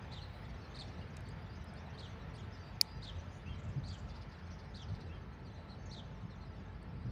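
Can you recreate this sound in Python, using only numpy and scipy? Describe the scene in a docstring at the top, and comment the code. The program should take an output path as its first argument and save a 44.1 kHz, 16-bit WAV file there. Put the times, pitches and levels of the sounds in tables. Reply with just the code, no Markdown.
"""Beside a railway yard, sparrows chirp in the trees while other small birds whistle and chatter.
Each bird note is a sliding tone, shaken by a fast buzz and followed by light echoes.
A distant diesel idles as a few blurred tones under a steady rumble of low noise.
Light puffs of wind bump the microphone, and there is a faint high hiss and rustle.
One sharp click rings briefly close by, and a few faint ticks come and go."""
import sys
import numpy as np
from scipy import signal
from scipy.fft import rfft, irfft, next_fast_len
from scipy.io import wavfile
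from scipy.ndimage import uniform_filter1d

SR = 44100
rng = np.random.default_rng(int(sys.argv[2]) if len(sys.argv) > 2 else 0)


def persist_wave(psi):
    """Save psi, clipped to +-1, as 16-bit WAV."""
    counts = np.round(np.clip(psi, -1, 1) * 32767).astype(np.int16)
    wavfile.write(sys.argv[1], SR, np.atleast_2d(counts).T)


N = 313551
TIME = np.arange(N) / SR
# how the background's treble slowly fades: t/s, level/dB
TREBLE_FADE = [(0, 2), (2.6, 1), (7.11, -3.5)]


def gain_of(db):
    """Turns decibels into a number to multiply a sound by."""
    return 10 ** (np.asarray(db) / 20)


def evened(x):
    """Scales a signal to an average strength (rms) of 1."""
    return x / np.sqrt(np.mean(abs(x) ** 2) + 1e-20)


def curve_at(points, hz):
    """Joins (frequency, value) points with straight lines on a musical pitch scale."""
    f, value = np.transpose(points)
    return np.interp(np.log(hz + 1), np.log(f + 1), value)


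def treble_db(t):
    """The level of the fading treble at time t."""
    return np.interp(t, *np.transpose(TREBLE_FADE))


def add(mix, s, sound):
    """Mixes a sound in, starting at s seconds."""
    part = mix[max(round(s * SR), 0):][:len(sound)]
    part += sound[:len(part)]


def band_noise(size, hz, width):
    """Noise that is strongest at hz and fades away on both sides."""
    f = np.fft.rfftfreq(size, 1 / SR)
    bell = np.exp(-2 * ((f - hz) / width) ** 2)
    return evened(irfft(rfft(rng.standard_normal(size)) * bell, size))


def random_patches(shape, rows, columns):
    """A random grid, blurred so that neighbours rise and fall together."""
    blurred = uniform_filter1d(rng.standard_normal(shape), rows, axis=0)
    return evened(uniform_filter1d(blurred, columns, axis=1))


def patchy(x, depth_db):
    """Makes a smooth hiss flicker in small patches of time and pitch."""
    spectrum = signal.stft(x, nperseg=512, noverlap=384)[2]
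    flicker = gain_of(depth_db * random_patches(spectrum.shape, 4, 4))
    return signal.istft(spectrum * flicker, nperseg=512, noverlap=384)[1][:N]


def yard(db=-49, patchy_db=1.41, dull_from_hz=250, dull_to_hz=2500, top_hz=6800):
    """The yard's rumble and far wash: gently shifting noise that slowly grows duller."""
    # the tone colour of the rumble and wash: f/Hz, relative level/dB
    colour = [(22, -35), (36, -20), (48, -8.5), (62, -5), (88, -1.5), (125, -4), (190, -7.5), (290, -18.5),
              (650, -21), (1300, -25), (2000, -27.5), (3000, -34.5), (5000, -43.5), (6500, -54.5)]
    frames, hz = N // 512 + 5, np.fft.rfftfreq(2048, 1 / SR)
    real, imaginary = rng.standard_normal((2, frames, len(hz)))
    flicker_db = patchy_db * random_patches(real.shape, 10, 12)
    fade_db = treble_db(np.arange(frames) * 512 / SR)[:, None]
    fade_share = curve_at([(dull_from_hz, 0), (dull_to_hz, 1)], hz)
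    levels_db = curve_at(colour, hz) + flicker_db + fade_share * fade_db
    distance = 1 / np.sqrt(1 + (hz / top_hz) ** 20)  # distance takes the highest sounds away
    spectrum = (real + 1j * imaginary) * distance * gain_of(levels_db)
    return gain_of(db) * evened(signal.istft(spectrum.T, nperseg=2048, noverlap=1536)[1][:N])


def high_hiss(db=-88):
    """A faint, flickering hiss that fades with the rest of the treble."""
    # the tone colour of the hiss: f/Hz, relative level/dB
    colour = [(3000, -29), (6000, 3.5), (7500, -18.5), (9500, -1),
              (11000, -9), (14000, -9), (15000, 3), (15600, -2.5)]
    gains = gain_of(curve_at(colour, np.fft.rfftfreq(N, 1 / SR)))
    hiss = evened(irfft(rfft(rng.standard_normal(N)) * gains, N))
    return gain_of(db + treble_db(TIME)) * patchy(hiss, depth_db=3.5)


def rustle():
    """Soft, very high sizzles: bands of noise that swell and fade."""
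    # brief rustles: t/s, level/dB, half length/s, centre/Hz, width/Hz
    rustles = [(0.39, -90, 0.048, 10000, 1400), (.34, -85, 0.1, 15500, 1300),
               (3.356, -86, 0.042, 9600, 1700), (3.35, -74, 0.029, 6400, 950)]
    out, size = np.zeros(N), next_fast_len(N)
    for s, db, half, hz, width in rustles:
        swell = np.exp(-((TIME - s) / half) ** 2 / 2)
        out += gain_of(db) * swell * band_noise(size, hz, width)[:N]
    return patchy(out, depth_db=5)


def diesel(smear=.52):
    """An idling engine's steady tones, blurred by the air on their long way."""
    # the engine's hum and a far whine: f/Hz, level/dB, width/Hz
    tones = [(52.4, -57.5, 3.3), (85.8, -55, 7.1), (438, -71.5, 7.87), (878, -70.5, 8.81),
             (1325, -72.5, 14), (1756, -78.5, 40)]
    out, size = np.zeros(N), next_fast_len(N)
    for hz, db, width in tones:
        blur = smear * band_noise(size, hz, 2 * width)[:N]
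        pitch = hz + width / 2 * band_noise(size, 0, 7.65)[:N]
        out += gain_of(db) * (blur + np.sin(2 * np.pi * np.cumsum(pitch) / SR))
    return out


def wind(waver=.4, waver_hz=70):
    """Each swirl of air pushes the microphone through a few uneven low swings."""
    # puffs of wind: t/s, level/dB, half length/s, f/Hz
    puffs = [(3.498, -43.5, 0.033, 95.2), (3.583, -45, 0.021, 104), (3.678, -39.5, 0.025, 95.2),
             (3.777, -34.5, 0.014, 115.9), (3.858, -45.5, 0.058, 103.5), (4.05, -44.5, 0.014, 79.9),
             (4.922, -38, 0.018, 92), (6.245, -42.5, 0.0095, 128.5), (7.073, -36.5, 0.017, 119.4)]
    out, t = np.zeros(N), np.arange(-8192, 8192) / SR
    for s, db, half, hz in puffs:
        pitch = hz * (1 + waver * band_noise(len(t), waver_hz, 2 * waver_hz))
        swings = np.sqrt(2) * np.sin(2 * np.pi * np.cumsum(pitch) / SR)
        swell = np.exp(-(t / half) ** 2 / 2)
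        add(out, s + t[0], gain_of(db) * swell * swings)
    return out


def ticks(fade_s=.021):
    """Tiny dry ticks: bursts of noise that drop 60 dB in fade_s."""
    # faint ticks: t/s, level/dB, centre/Hz, width/Hz
    bursts = [(1.168, -47.5, 3600, 7500), (1.206, -64.5, 7000, 7000), (1.288, -57, 8000, 1200),
              (1.424, -77, 10500, 2500), (1.643, -64.5, 9700, 4000), (1.738, -65, 8700, 2000),
              (5.006, -73, 8000, 4000), (6.829, -70, 8700, 2190)]
    out, t = np.zeros(N), np.arange(2048) / SR
    for s, db, hz, width in bursts:
        add(out, s, gain_of(db - 60 * t / fade_s) * band_noise(len(t), hz, width))
    return out


def click(at_s=2.81303, level_db=-3.5, rise_s=.00025):
    """A hard snap: a burst of a few vibrations, a brief ring and a faint noisy tail."""
    # the opening burst: f/Hz, relative level/dB, half length/s
    burst_tones = [(4850, -4.5, 0.00041), (10350, -18.5, 0.00026), (15000, -17.5, .0003)]
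    # what rings after it: f/Hz, relative level/dB, time to drop 60 dB/s
    ring_tones = [(1950, -34, 0.017), (2320, -25, 0.011), (4620, -25, 0.01316), (5400, -22.5, 0.01),
                  (6430, -21.5, 0.012), (7560, -32, .014), (9040, -31.5, 0.0084), (10100, -27, 0.013),
                  (10970, -34.5, .011), (12400, -33.5, .01), (14900, -34, .016)]
    out, lead = np.zeros(N), 128 / SR
    t = np.arange(8192) / SR - lead
    after = np.maximum(t, 0)
    burst = sum(gain_of(db) * np.exp(-(t / half) ** 2) * np.sin(2 * np.pi * hz * t)
                for hz, db, half in burst_tones)
    ring = sum(gain_of(db - 60 * after / fade_s) * np.sin(2 * np.pi * hz * after)
               for hz, db, fade_s in ring_tones)
    crack = gain_of(-31 - 60 * after / .016)
    tail = gain_of(-56 - 60 * after / .12)
    noise = (crack + tail) * band_noise(len(t), hz=6900, width=7000)
    swell = 1 - np.exp(-(after / rise_s) ** 2)  # the burst feeds the ring gradually
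    add(out, at_s - lead, gain_of(level_db) * (burst + swell * (ring + noise)))
    return out


def outdoors(x, near_db, near_fade_s=.15, far_db=-11, far_fade_s=.8, top_hz=9500, echoes_per_s=2000):
    """Air dulls the sound; it bounces off the platform, then scatters from wagons and trees."""
    x = signal.sosfilt(signal.butter(6, top_hz, fs=SR, output="sos"), x)
    t = np.arange(SR // 2) / SR
    signs = rng.choice([-1., 1.], (2, len(t)))
    near, far = signs * (rng.random(signs.shape) < echoes_per_s / SR) * (t > .002)
    near = gain_of(near_db) * evened(near * gain_of(-60 * t / near_fade_s))
    far = gain_of(far_db) * evened(far * gain_of(-60 * t / far_fade_s))
    return x + signal.fftconvolve(x, (near + far) / np.sqrt(len(t)))[:N]


def bird_voice(hz, rough, overtone_db=-18, rasp_db=-18, rasp_hz=5200, rasp_width_hz=3400):
    """A whistle shaken by a fast buzz; rougher notes have more rasp and more of the octave above."""
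    buzz = band_noise(len(hz), hz=230, width=230)
    rasp = gain_of(rasp_db) * rough * band_noise(len(hz), rasp_hz, rasp_width_hz)
    shaken_hz = hz * (1 + .075 * rough * buzz)
    phase = 2 * np.pi * np.cumsum(shaken_hz) / SR
    octave = gain_of(overtone_db) * np.sqrt(abs(rough)) * np.sin(2 * phase)
    flutter = 1 + .46 * rough * buzz
    return evened(flutter * (np.sin(phase) + octave + rasp))


def arch(rise_s, fall_s, peak_hz, start_drop, end_drop, rough,
         curve=1.6, taper=.45, overtone_db=-21, swell_db=3):
    """A note that climbs in pitch and falls again; the drops are fractions of its peak pitch."""
    t = np.arange(-rise_s, fall_s, 1 / SR)
    from_peak = abs(t / np.where(t < 0, rise_s, fall_s))
    drop = np.where(t < 0, start_drop, end_drop) * from_peak ** curve
    loudness = gain_of(swell_db * np.linspace(-.5, .5, len(t))) * signal.windows.tukey(len(t), taper)
    return loudness * bird_voice(peak_hz * (1 - drop), rough, overtone_db)


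def glide(length_s, hz, octaves, rough, taper=.3):
    """A note that slides evenly up or down."""
    progress = np.linspace(0, 1, int(length_s * SR))
    return signal.windows.tukey(len(progress), taper) * bird_voice(hz * 2 ** (octaves * progress), rough)


def flock(count=440, db=-76, spread_db=3, low_hz=3400, high_hz=6500, fall_db=7):
    """Far birds twitter in short random notes; the higher ones arrive weaker."""
    out = np.zeros(N)
    for when, high, slope, long, loud in rng.random((count, 5)):
        length_s = .018 + .04 * long
        position = np.linspace(-1, 1, int(length_s * SR))
        bend = 1 + .07 * ((2 * slope - 1) * position - position ** 2 / 2)
        hz = low_hz + high * (high_hz - low_hz)
        note = bird_voice(hz * bend, rough=.3, overtone_db=-11)
        level = db + spread_db * (2 * loud - 1) + fall_db * (.5 - high)
        add(out, when * N / SR, gain_of(level) * np.hanning(len(note)) * note)
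    return out * gain_of(treble_db(TIME))


def scolding(length_s=.048, bend=.297, uneven_db=3):
    """Birds scold in even runs of hoarse notes, each with its own slant and strength."""
    # runs of notes: first/s, last/s, rough rate/Hz, level/dB, f/Hz
    runs = [(3.595, 3.695, 20, -70.5, 6440), (3.886, 3.992, 20, -68, 6300), (4.103, 4.223, 16, -63, 4350),
            (4.325, 4.394, 15, -67, 4350), (4.518, 4.598, 13, -66, 4200), (4.897, 5.014, 16, -65.5, 3950)]
    out, position = np.zeros(N), np.linspace(-1, 1, int(length_s * SR))
    for first, last, rate, db, hz in runs:
        for s in np.linspace(first, last, round((last - first) * rate) + 1):
            slant = rng.uniform(-.15, .15) * position
            pitch = hz * (1 + bend * (1 / 4 - position ** 2) + slant)
            note = bird_voice(pitch, rough=.9, rasp_db=-2, rasp_hz=hz, rasp_width_hz=2400)
            level = db + uneven_db * rng.uniform(-.9, 1)
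            add(out, s - length_s / 2, gain_of(level) * np.hanning(len(note)) * note)
    return out


def small_birds(peep_rise_s=.02, peep_fall_s=.031, peep_drop=.16, whistle_half_s=.09, whistle_drop=.075):
    """Small birds in the trees peep, slide, whistle and give a two-note call."""
    # short arched peeps: peak t/s, level/dB, peak f/Hz
    peeps = [(0.224, -59, 4260), (1.68, -70, 5230), (2.535, -66, 5320), (3.898, -59, 4720),
             (4.519, -67, 5920), (5.56, -70.5, 4160), (5.706, -63, 4300), (6.419, -69.5, 4320)]
    # sliding notes: t/s, length/s, level/dB, starting f/Hz, slide/octaves
    slides = [(0.61, 0.067, -69, 4550, -.18), (0.875, 0.023, -68, 4600, 0.44),
              (1.012, 0.021, -63.5, 2920, -0.075), (1.24, 0.091, -70.5, 4310, 0.17),
              (1.487, .085, -71, 4580, 0.12), (1.762, .052, -70.5, 4580, 0.36),
              (2.19, .045, -69.5, 4030, -.1), (2.86, .08, -74, 3970, 0.39),
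              (3.182, 0.028, -68.5, 6140, -0.11), (3.664, 0.037, -69, 2730, -.09),
              (4.815, .036, -64.5, 6350, -0.44), (5.445, 0.045, -69.5, 4950, -0.3),
              (5.856, .02, -65, 6650, -0.11), (5.893, 0.023, -64, 5320, .2),
              (6.294, .05, -69.5, 4510, -0.38)]
    # long thin whistles: peak t/s, level/dB, peak f/Hz
    whistles = [(2.645, -73, 4680), (2.925, -68, 4875), (5.83, -78.5, 4560)]
    # a lower bird's two-note calls: t/s, level/dB
    calls = [(1.886, -70.5), (3.458, -61), (5.092, -67)]
    # its rising, then falling note: delay/s, length/s, starting f/Hz, slide/octaves, relative level/dB
    call_notes = [(0, 0.041, 2526, .18, 1), (.028, 0.066, 3280, -0.094, -1.5)]
    out = np.zeros(N)
    for s, db, hz in peeps:
        note = arch(peep_rise_s, peep_fall_s, hz, peep_drop, peep_drop, rough=.33)
        add(out, s - peep_rise_s, gain_of(db) * note)
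    for s, length, db, hz, octaves in slides:
        add(out, s, gain_of(db) * glide(length, hz, octaves, rough=.3))
    for s, db, hz in whistles:
        note = arch(whistle_half_s, whistle_half_s, hz, whistle_drop, whistle_drop,
                    rough=.08, curve=2.2, swell_db=0)
        add(out, s - whistle_half_s, gain_of(db) * note)
    for s, db in calls:
        for delay, length, hz, octaves, level in call_notes:
            add(out, s + delay, gain_of(db + level) * glide(length, hz, octaves, rough=.25))
    return out


def sparrow(rasp_db=-22, rasp_s=.11, rasp_lead_s=.04):
    """A sparrow repeats its chirp with small changes: two arched notes and a faint hoarse rasp."""
    # chirps: first peak t/s, level/dB, pitch factor, length factor,
    # second note's pitch factor, second note's gain/dB, overtone setting/dB
    chirps = [(.132, -50, 0.95, 0.85, 1.04, 0, -21.5), (.76, -51.5, .99, .86, 1.2, 7, -16.5),
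              (1.997, -51.5, 0.97, .92, 0.98, 0, -17.5), (2.354, -60, 1.07, 0.8, 0.86, 1, -6.5),
              (3.040, -48.5, .98, 0.86, 1.01, 1.5, -19.5), (3.862, -54.5, 1, 1.3, .95, -1.5, -21),
              (4.762, -51.5, .99, .98, 0.96, -1, -20), (5.931, -50, .99, .99, 1.02, 0, -23)]
    # the two notes before those changes: peak delay/s, rise/s, fall/s, peak f/Hz,
    # start drop/fraction, end drop/fraction, relative level/dB
    notes = [(0, .025, .025, 4567, .27, .31, -5.5), (.043, .017, .038, 3679, .13, .23, -6)]
    out = np.zeros(N)
    for s, db, higher, longer, second_pitch, second_db, overtone_db in chirps:
        for shape, pitch, extra_db in zip(notes, (1, second_pitch), (0, second_db)):
            delay, rise, fall, hz, start_drop, end_drop, level = shape
            sink = 1 - (1 - end_drop) / np.sqrt(pitch)  # a higher peak falls further
            note = arch(rise * longer, fall * longer, hz * higher * pitch, start_drop, sink,
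                        rough=.64, curve=1.3, taper=.38, overtone_db=overtone_db)
            add(out, s + (delay - rise) * longer, gain_of(db + level + extra_db) * note)
        size = int(rasp_s * longer * SR)
        rasp = np.hanning(size) * band_noise(size, hz=5400, width=2300)
        add(out, s - rasp_lead_s, gain_of(db + rasp_db) * rasp)
    return out


def scene():
    """Birds in the open air, the yard behind them and small sounds at the microphone."""
    near_birds = outdoors(sparrow(), near_db=-8)
    tree_birds = outdoors(small_birds(), near_db=-7.5, near_fade_s=.17, far_db=-8)
    far_birds = outdoors(scolding() + flock(), near_db=-7, near_fade_s=.11, far_db=-10.5)
    background = yard() + high_hiss() + diesel()
    small_sounds = wind() + click() + ticks() + rustle()
    return (near_birds + tree_birds + far_birds + background + small_sounds)[None]


def record(dry, low_hz=38, top_hz=15550):
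    """The recorder cuts away the deepest bass and the highest treble."""
    dry = signal.sosfilt(signal.butter(8, low_hz, "highpass", fs=SR, output="sos"), dry)
    treble_cut = signal.firwin(511, top_hz, window=("kaiser", 9), fs=SR)
    return signal.oaconvolve(dry, treble_cut[None], "same")


dry = scene()
out = record(dry)
persist_wave(out)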